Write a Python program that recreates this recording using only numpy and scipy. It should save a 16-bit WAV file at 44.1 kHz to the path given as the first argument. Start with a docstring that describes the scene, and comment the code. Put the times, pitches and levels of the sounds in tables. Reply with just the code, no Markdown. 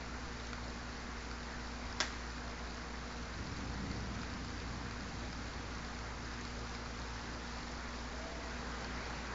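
"""Light rain at dusk, on one microphone at a house. From the start, far rain merges into a soft wash
and small drops tick nearby, over a steady hum and a low murmur of air and roads. Just after a soft
bump, at 2 s, a heavy drop smacks a surface close to the microphone and the walls answer. From 3.25 s
far thunder rolls once. Near the end the wash swells, with a brief faint whine, as of distant traffic."""
import sys
import numpy as np
from scipy import signal
from scipy.fft import rfft, irfft, next_fast_len
from scipy.io import wavfile
from scipy.ndimage import uniform_filter1d, map_coordinates

SR = 44100
rng = np.random.default_rng(int(sys.argv[2]) if len(sys.argv) > 2 else 0)


def output_pcm(signal):
    """Save a mono or channel-first signal as 16-bit PCM at the path in sys.argv[1].

    Samples are clipped to [-1, 1] before scaling.
    """
    pcm = np.clip(np.atleast_2d(signal).T, -1, 1) * 32767
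    wavfile.write(sys.argv[1], SR, np.round(pcm).astype(np.int16))


N = 411894

# Spectra of the far rain, the near rain and the outdoor murmur: frequency_hz, level_db
WASH_SPECTRUM = [(200, -12), (350, 1), (560, -0.5), (800, 2), (1100, 1.5), (1600, 1), (2100, -2.5),
                 (2700, -9), (3600, -14), (7500, -22.5)]
PATTER_SPECTRUM = [(1000, -24.5), (2400, -4.5), (3300, -5.5), (3900, -1), (4600, 1.5), (5300, -0.5),
                   (6000, -2.5), (7200, -5.5), (7600, -22)]
MURMUR_SPECTRUM = [(20, 2.5), (30, -3.5), (42, -3.5), (70, 2), (95, -3), (120, -1.5), (150, -2), (195, -3),
                   (280, -0.5), (380, -13), (600, -26), (1500, -60)]
# Lines of the steady hum: pitch_hz, level_db, unsteadiness (0-1)
HUM_LINES = [(58.8, -48.8, .13), (114.3, -67, .4), (150, -67, .4), (173.5, -64.5, .45), (229, -68, .3),
             (239.9, -55.5, .06), (470, -64.5, .3), (479, -68, .4), (1411, -70, .5), (2115, -73, .4),
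             (2470, -72, .2), (3881, -77.5, .3), (7210, -78.8, .15)]
# Swells of one more low hum line: crest_s, level_db, half_length_s
HUM_SWELLS = [(.45, -58.5, 0.58), (6.8, -55.5, .85)]
# The loudest drops near the microphone:
# start_s, level_db, pitch_hz, spread_octaves, t60_s, spit_gain, thud_relative_db, thud_hz
NEAR_DROPS = [(0.5317, -35.5, 4400, .3, 0.012, 0.2, 3.5, 1400), (1.3129, -37, 4660, .08, .012, .3, 1, 1410),
              (1.9265, -35.5, 5030, 0.11, .013, .3, -7, 1450), (2.3032, -42, 4610, .06, .013, .3, -7, 1430),
              (2.3815, -41, 4630, .06, .013, .3, 1, 1520), (3.4711, -38, 4160, .12, 0.01, .3, -9, 1400),
              (3.914, -33, 4410, .09, 0.011, .35, -6, 1400), (4.2328, -43, 4600, .1, .012, .15, 10, 1410),
              (4.4473, -37, 4950, .12, .012, 0.4, -6, 1450), (4.9102, -39.5, 4750, .1, 0.013, .3, 1, 1400),
              (5.0071, -41, 4930, .08, .013, 0.4, -4, 1450), (5.33, -38, 4940, .08, .013, .3, -1, 1450),
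              (6.4104, -41.5, 6400, .1, .018, .3, -10, 1450), (6.4515, -35, 4460, .2, .012, 0.5, -4, 1400),
              (6.7499, -35, 5080, .03, 0.023, 0.1, -3, 2300),
              (6.8599, -41, 5130, .074, .013, .3, -10, 1450), (7.3368, -39, 4900, .08, .013, .3, -10, 1450),
              (8.8454, -35, 4670, .08, .013, .3, -8, 1450), (9.066, -42, 3850, .1, .012, .3, -7, 1430)]
# Spectra of the soft bump, the heavy drop's smack and its diffuse tail: frequency_hz, level_db
BUMP_SPECTRUM = [(20, -8), (45, 2), (85, -1), (110, -6), (170, -22), (400, -62)]
SMACK_SPECTRUM = [(150, -32), (380, -11), (600, -4), (900, -4), (1400, 1.5), (2100, -.5), (2700, -9),
                  (3400, -.5), (4400, -.5), (5200, 2), (6000, -1), (7000, -2), (7500, -7)]
TAIL_SPECTRUM = [(200, -7), (450, -13), (650, -6.5), (1100, -8), (1800, 1), (2700, -10), (4600, -7.5),
                 (7500, -13.5)]
# The heavy drop's direct path and first echoes off the walls: delay_s, level_db
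WALL_PATHS = [(0, 0), (.0052, -5), (.0078, -11), (.0105, -14), (.0155, -9.5)]
# Modes of the surface it strikes: pitch_hz, level_db, t60_s
SURFACE_MODES = [(367, -14, 0.12), (632, -7, .072), (745, -12, 0.079), (955, -11.5, 0.11),
                 (1326, -6.5, .082), (1610, -8, 0.14), (1730, -14, 0.17), (1920, -10, 0.14),
                 (2060, -11, .17), (2420, -17, .07), (3430, -19, .16), (3620, -24, 0.14), (4640, -20, 0.19),
                 (5448, -16, 0.069)]
# Peals of far thunder: crest_s, level_db, rise_db_per_s, fall_db_per_s, growl_relative_db
THUNDER_PEALS = [(3.42, -47.5, 45, 15.5, -9), (3.62, -49, 37, 28.5, -6), (3.83, -43, 47, 43.5, -2),
                 (4.08, -49.5, 44, 30, -4), (4.38, -50, 27, 12.5, -8), (4.95, -53, 19, 13, -8.5),
                 (5.31, -53, 45, 29, -17), (5.62, -54.5, 22, 21.5, -9)]
# Spectra of the thunder's roll, its growl and the far traffic: frequency_hz, level_db
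ROLL_SPECTRUM = [(25, -22), (45, -8.5), (85, 2.5), (120, 2), (150, -9.5), (178, -0.5), (235, -11),
                 (288, -3.5), (320, -12.5), (420, -15), (600, -27.5), (1200, -77)]
GROWL_SPECTRUM = [(90, -28), (150, -7), (182, 2), (235, -6), (288, -2), (325, -13), (450, -28), (900, -67)]
TRAFFIC_SPECTRUM = [(50, -12), (110, -7), (160, 1.5), (210, 0.5), (290, -7), (380, -14), (500, -6.5),
                    (700, -22), (1500, -49)]

TOP_HZ = 7450  # the recorder's upper limit


def amp(db):
    """Decibels to gain."""
    return 10 ** (np.asarray(db) / 20)


def unit(x):
    """Scale to rms 1."""
    return x / np.sqrt(np.mean(x ** 2) + 1e-20)


def clock():
    """The time of each sample in seconds."""
    return np.arange(N) / SR


def wobble(rate):
    """A smooth random curve, rate knots a second."""
    knots = rng.standard_normal(int(N * rate / SR) + 4)
    return map_coordinates(knots, [np.arange(N) * rate / SR])


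def swell(crest_s, rise_db_per_s, fall_db_per_s):
    """An envelope that climbs to 1 at the crest and falls again."""
    t = clock() - crest_s
    return amp(np.minimum(rise_db_per_s * t, -fall_db_per_s * t))


def burst(start_s, t60):
    """An envelope that jumps to 1 and falls 60 dB in t60 seconds."""
    t = clock() - start_s
    return (t >= 0) * np.exp(-np.log(1000) * np.abs(t) / t60)


def filtered(x, response):
    """Filter x by a gain that is a function of frequency."""
    size = next_fast_len(N + SR // 2)
    return irfft(rfft(x, size) * response(np.fft.rfftfreq(size, 1 / SR)), size)[:N]


def coloured(x, spectrum):
    """Shape x by a spectrum on a log frequency axis, cut off above, at rms 1."""
    points_hz, points_db = np.transpose(spectrum)

    def response(hz):
        return amp(np.interp(np.log(hz + 1), np.log(points_hz), points_db)) * (hz < 1.1 * TOP_HZ)
    return unit(filtered(x, response))


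def noise(spectrum):
    """Even coloured noise at rms 1."""
    return coloured(rng.standard_normal(N), spectrum)


def rush(spectrum, patchy_db):
    """Coloured noise at rms 1, with patches of random gain in frequency and time."""
    bins = signal.stft(rng.standard_normal(N), nperseg=512)[2]
    patches = uniform_filter1d(rng.standard_normal(bins.shape), size=7, axis=0)
    patches = unit(uniform_filter1d(patches, size=14, axis=1))
    patchy = signal.istft(bins * amp(patchy_db * patches), nperseg=512)[1][:N]
    return coloured(patchy, spectrum)


def impacts(starts_s, gains, hz, t60, spit):
    """Tiny impacts: each a damped ring mixed with a spit of noise."""
    t = np.arange(SR // 80) / SR
    ring = np.sin(2 * np.pi * hz[:, None] * t) + spit * rng.standard_normal((len(starts_s), len(t)))
    waves = gains[:, None] * ring * np.exp(-np.log(1000) * t / t60)
    places = (np.abs(starts_s)[:, None] * SR).astype(int) + np.arange(len(t))
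    return np.bincount(places.ravel(), waves.ravel(), N)[:N]


def shower(count, pitch_hz, spread_oct, size_db, t60):
    """Drops land at random moments: many small, a few large."""
    when, size, tone = rng.random((count, 3)).T
    gains = amp(-size_db * np.log(np.maximum(size, 1 / 300)))
    hz = pitch_hz * 2 ** (spread_oct * (2 * tone - 1))
    return impacts(when * N / SR, gains, hz, t60, spit=0.86)


def rain():
    """Far rain merges into a wash that lifts as traffic nears; closer drops patter over a fine hiss."""
    lull = np.exp(-((clock() - 3.25) / 0.58) ** 2)
    wash_db = -49 - 0.5 * lull + 3 * traffic_nearness() + 0.13 * wobble(10)
    patter_db = -54.5 + 0.1059 * clock() + 0.53 * wobble(10)  # slowly gains strength
    wash = rush(WASH_SPECTRUM, patchy_db=1)
    far_shower = shower(count=2500, pitch_hz=1491, spread_oct=0.7, size_db=2, t60=0.028)
    wash += amp(-15) * coloured(far_shower, WASH_SPECTRUM)
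    near_shower = shower(count=3000, pitch_hz=4720, spread_oct=0.5, size_db=2.5, t60=0.0076)
    patter = amp(-7) * coloured(near_shower, PATTER_SPECTRUM)
    hiss = amp(-3) * rush(PATTER_SPECTRUM, patchy_db=0.2)
    return amp(wash_db) * wash + amp(patter_db) * (patter + hiss)


def hum():
    """Steady lines, each with its own slow flutter; one more low line comes and goes."""
    t = clock()
    lines = np.zeros(N)
    for hz, db, unsteady in HUM_LINES:
        flutter = 1 - unsteady + unsteady * (wobble(9) + 1j * wobble(9)) / 2
        tone = np.exp(2j * np.pi * (hz * t + rng.random()))
        lines += amp(db) * unit(np.real(flutter * tone))
    swells = sum(amp(db) * np.exp(-((t - s) / half_s) ** 2) for s, db, half_s in HUM_SWELLS)
    return lines + swells * unit(np.sin(2 * np.pi * 114.5 * t))


def murmur():
    """Air and far roads lay a steady low rumble under the rain."""
    return amp(-52.5) * rush(MURMUR_SPECTRUM, patchy_db=0.5)


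def splashes(rows, shatter_s=0.001):
    """Each drop breaks into three ticking droplets, over a duller thud with one short overtone."""
    start_s, db, pitch_hz, spread_oct, t60, spit, thud_db, thud_hz = np.transpose(rows)
    t60, spit = t60[:, None], spit[:, None]
    ticks = np.zeros(N)
    for side in (-1, 0, 1):  # the two side droplets land later and weaker
        lands_s = start_s + abs(side) * shatter_s * rng.random(len(start_s))
        hz = pitch_hz * 2 ** (side * spread_oct)
        ticks += impacts(lands_s, amp(db - 4 - 6 * abs(side)), hz, t60, spit)
    thuds = impacts(start_s, amp(db + thud_db), thud_hz, t60=0.014, spit=spit)
    overtones = impacts(start_s, amp(db + thud_db - 6), 1.7 * thud_hz, t60=0.011, spit=spit)
    return ticks + thuds + overtones


def near_drops(faint_count=9, scatter_oct=0.07):
    """Distinct drops land near the microphone, with fainter ones at random among them."""
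    tunings = 2 ** (scatter_oct * rng.standard_normal(faint_count))
    starts_s = rng.random(faint_count) * N / SR
    faint = [(start_s, -44, 4550 * tuning, 0.1, 0.014, 0.35, -6, 1420 * tuning)  # as in NEAR_DROPS
             for start_s, tuning in zip(starts_s, tunings)]
    return splashes(NEAR_DROPS) + splashes(faint)


def bump():
    """A soft, low bump shortly before the heavy drop."""
    return amp(-44.5) * swell(crest_s=1.865, rise_db_per_s=350, fall_db_per_s=131) * noise(BUMP_SPECTRUM)


def heavy_drop(start_s=2.003):
    """A heavy drop smacks and rings a surface close by; the walls return it, then a diffuse tail."""
    arrivals = sum(amp(db) * burst(start_s + delay_s, t60=0.012) for delay_s, db in WALL_PATHS)
    smack = arrivals * unit(np.tanh(noise(SMACK_SPECTRUM)))  # a dense spray of even strength
    t = clock() - start_s
    ring = np.zeros(N)
    for hz, db, t60 in SURFACE_MODES:
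        envelope = burst(start_s, t60) - burst(start_s, t60=0.007)  # builds over a few milliseconds
        ring += amp(db + rng.normal(0, 1)) * envelope * np.sin(2 * np.pi * (hz * t + rng.random()))
    early = burst(start_s + 0.0055, t60=0.082)
    late = amp(-7) * burst(start_s + 0.02, t60=0.52)
    tail = (early + late) * noise(TAIL_SPECTRUM)
    return amp(-22) * smack + amp(-27.5) * ring + amp(-34.5) * tail


def thunder(start_s=3.25, attack_s=0.13):
    """Distance leaves only low, growling peals that overlap, and their lingering echo off the land."""
    onset = np.clip((clock() - start_s) / attack_s, 0, 1)
    peal_power, growl_power = np.zeros((2, N))
    for crest_s, db, rise, fall, growl_db in THUNDER_PEALS:
        peal = amp(db) * swell(crest_s, rise, fall)
        peal_power += peal ** 2
        growl_power += (amp(growl_db) * peal) ** 2
    echo = amp(-52) * swell(crest_s=4.3, rise_db_per_s=16, fall_db_per_s=3.5)
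    roll = np.sqrt(peal_power + echo ** 2) * noise(ROLL_SPECTRUM)
    growl = np.sqrt(growl_power) * noise(GROWL_SPECTRUM)
    return onset * (roll + growl)


def traffic_nearness(nearest_s=9.17, approach_s=0.78):
    """How near the distant traffic is, from 0 to 1."""
    return 1 / (1 + ((clock() - nearest_s) / approach_s) ** 2)


def traffic():
    """The low drone of far traffic grows as it draws nearer."""
    return amp(-53) * traffic_nearness() * noise(TRAFFIC_SPECTRUM)


def whine(from_hz=618, to_hz=668):
    """A thin far whine glides up and fades, blurred by its many paths through the air."""
    glide = (1 + np.tanh((clock() - 8.22) / 0.07)) / 2
    hz = from_hz + (to_hz - from_hz) * glide
    phase = 2 * np.pi * np.cumsum(hz) / SR
    paths = 1 + 0.48 * (wobble(65) + 1j * wobble(65))
    envelope = amp(-50.2) * swell(crest_s=8.28, rise_db_per_s=64, fall_db_per_s=52)
    return envelope * unit(np.real(paths * np.exp(1j * phase)))


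def scene():
    """Near and far, everything reaches one microphone at the house."""
    bed = rain() + hum() + murmur()
    return (bed + near_drops() + bump() + heavy_drop() + thunder() + traffic() + whine())[None]


def record(dry):
    """A narrow-band mono recorder with a steep upper limit."""
    return filtered(dry[0], lambda hz: 1 / np.sqrt(1 + (hz / TOP_HZ) ** 220))[None]


dry = scene()
out = record(dry)
output_pcm(out)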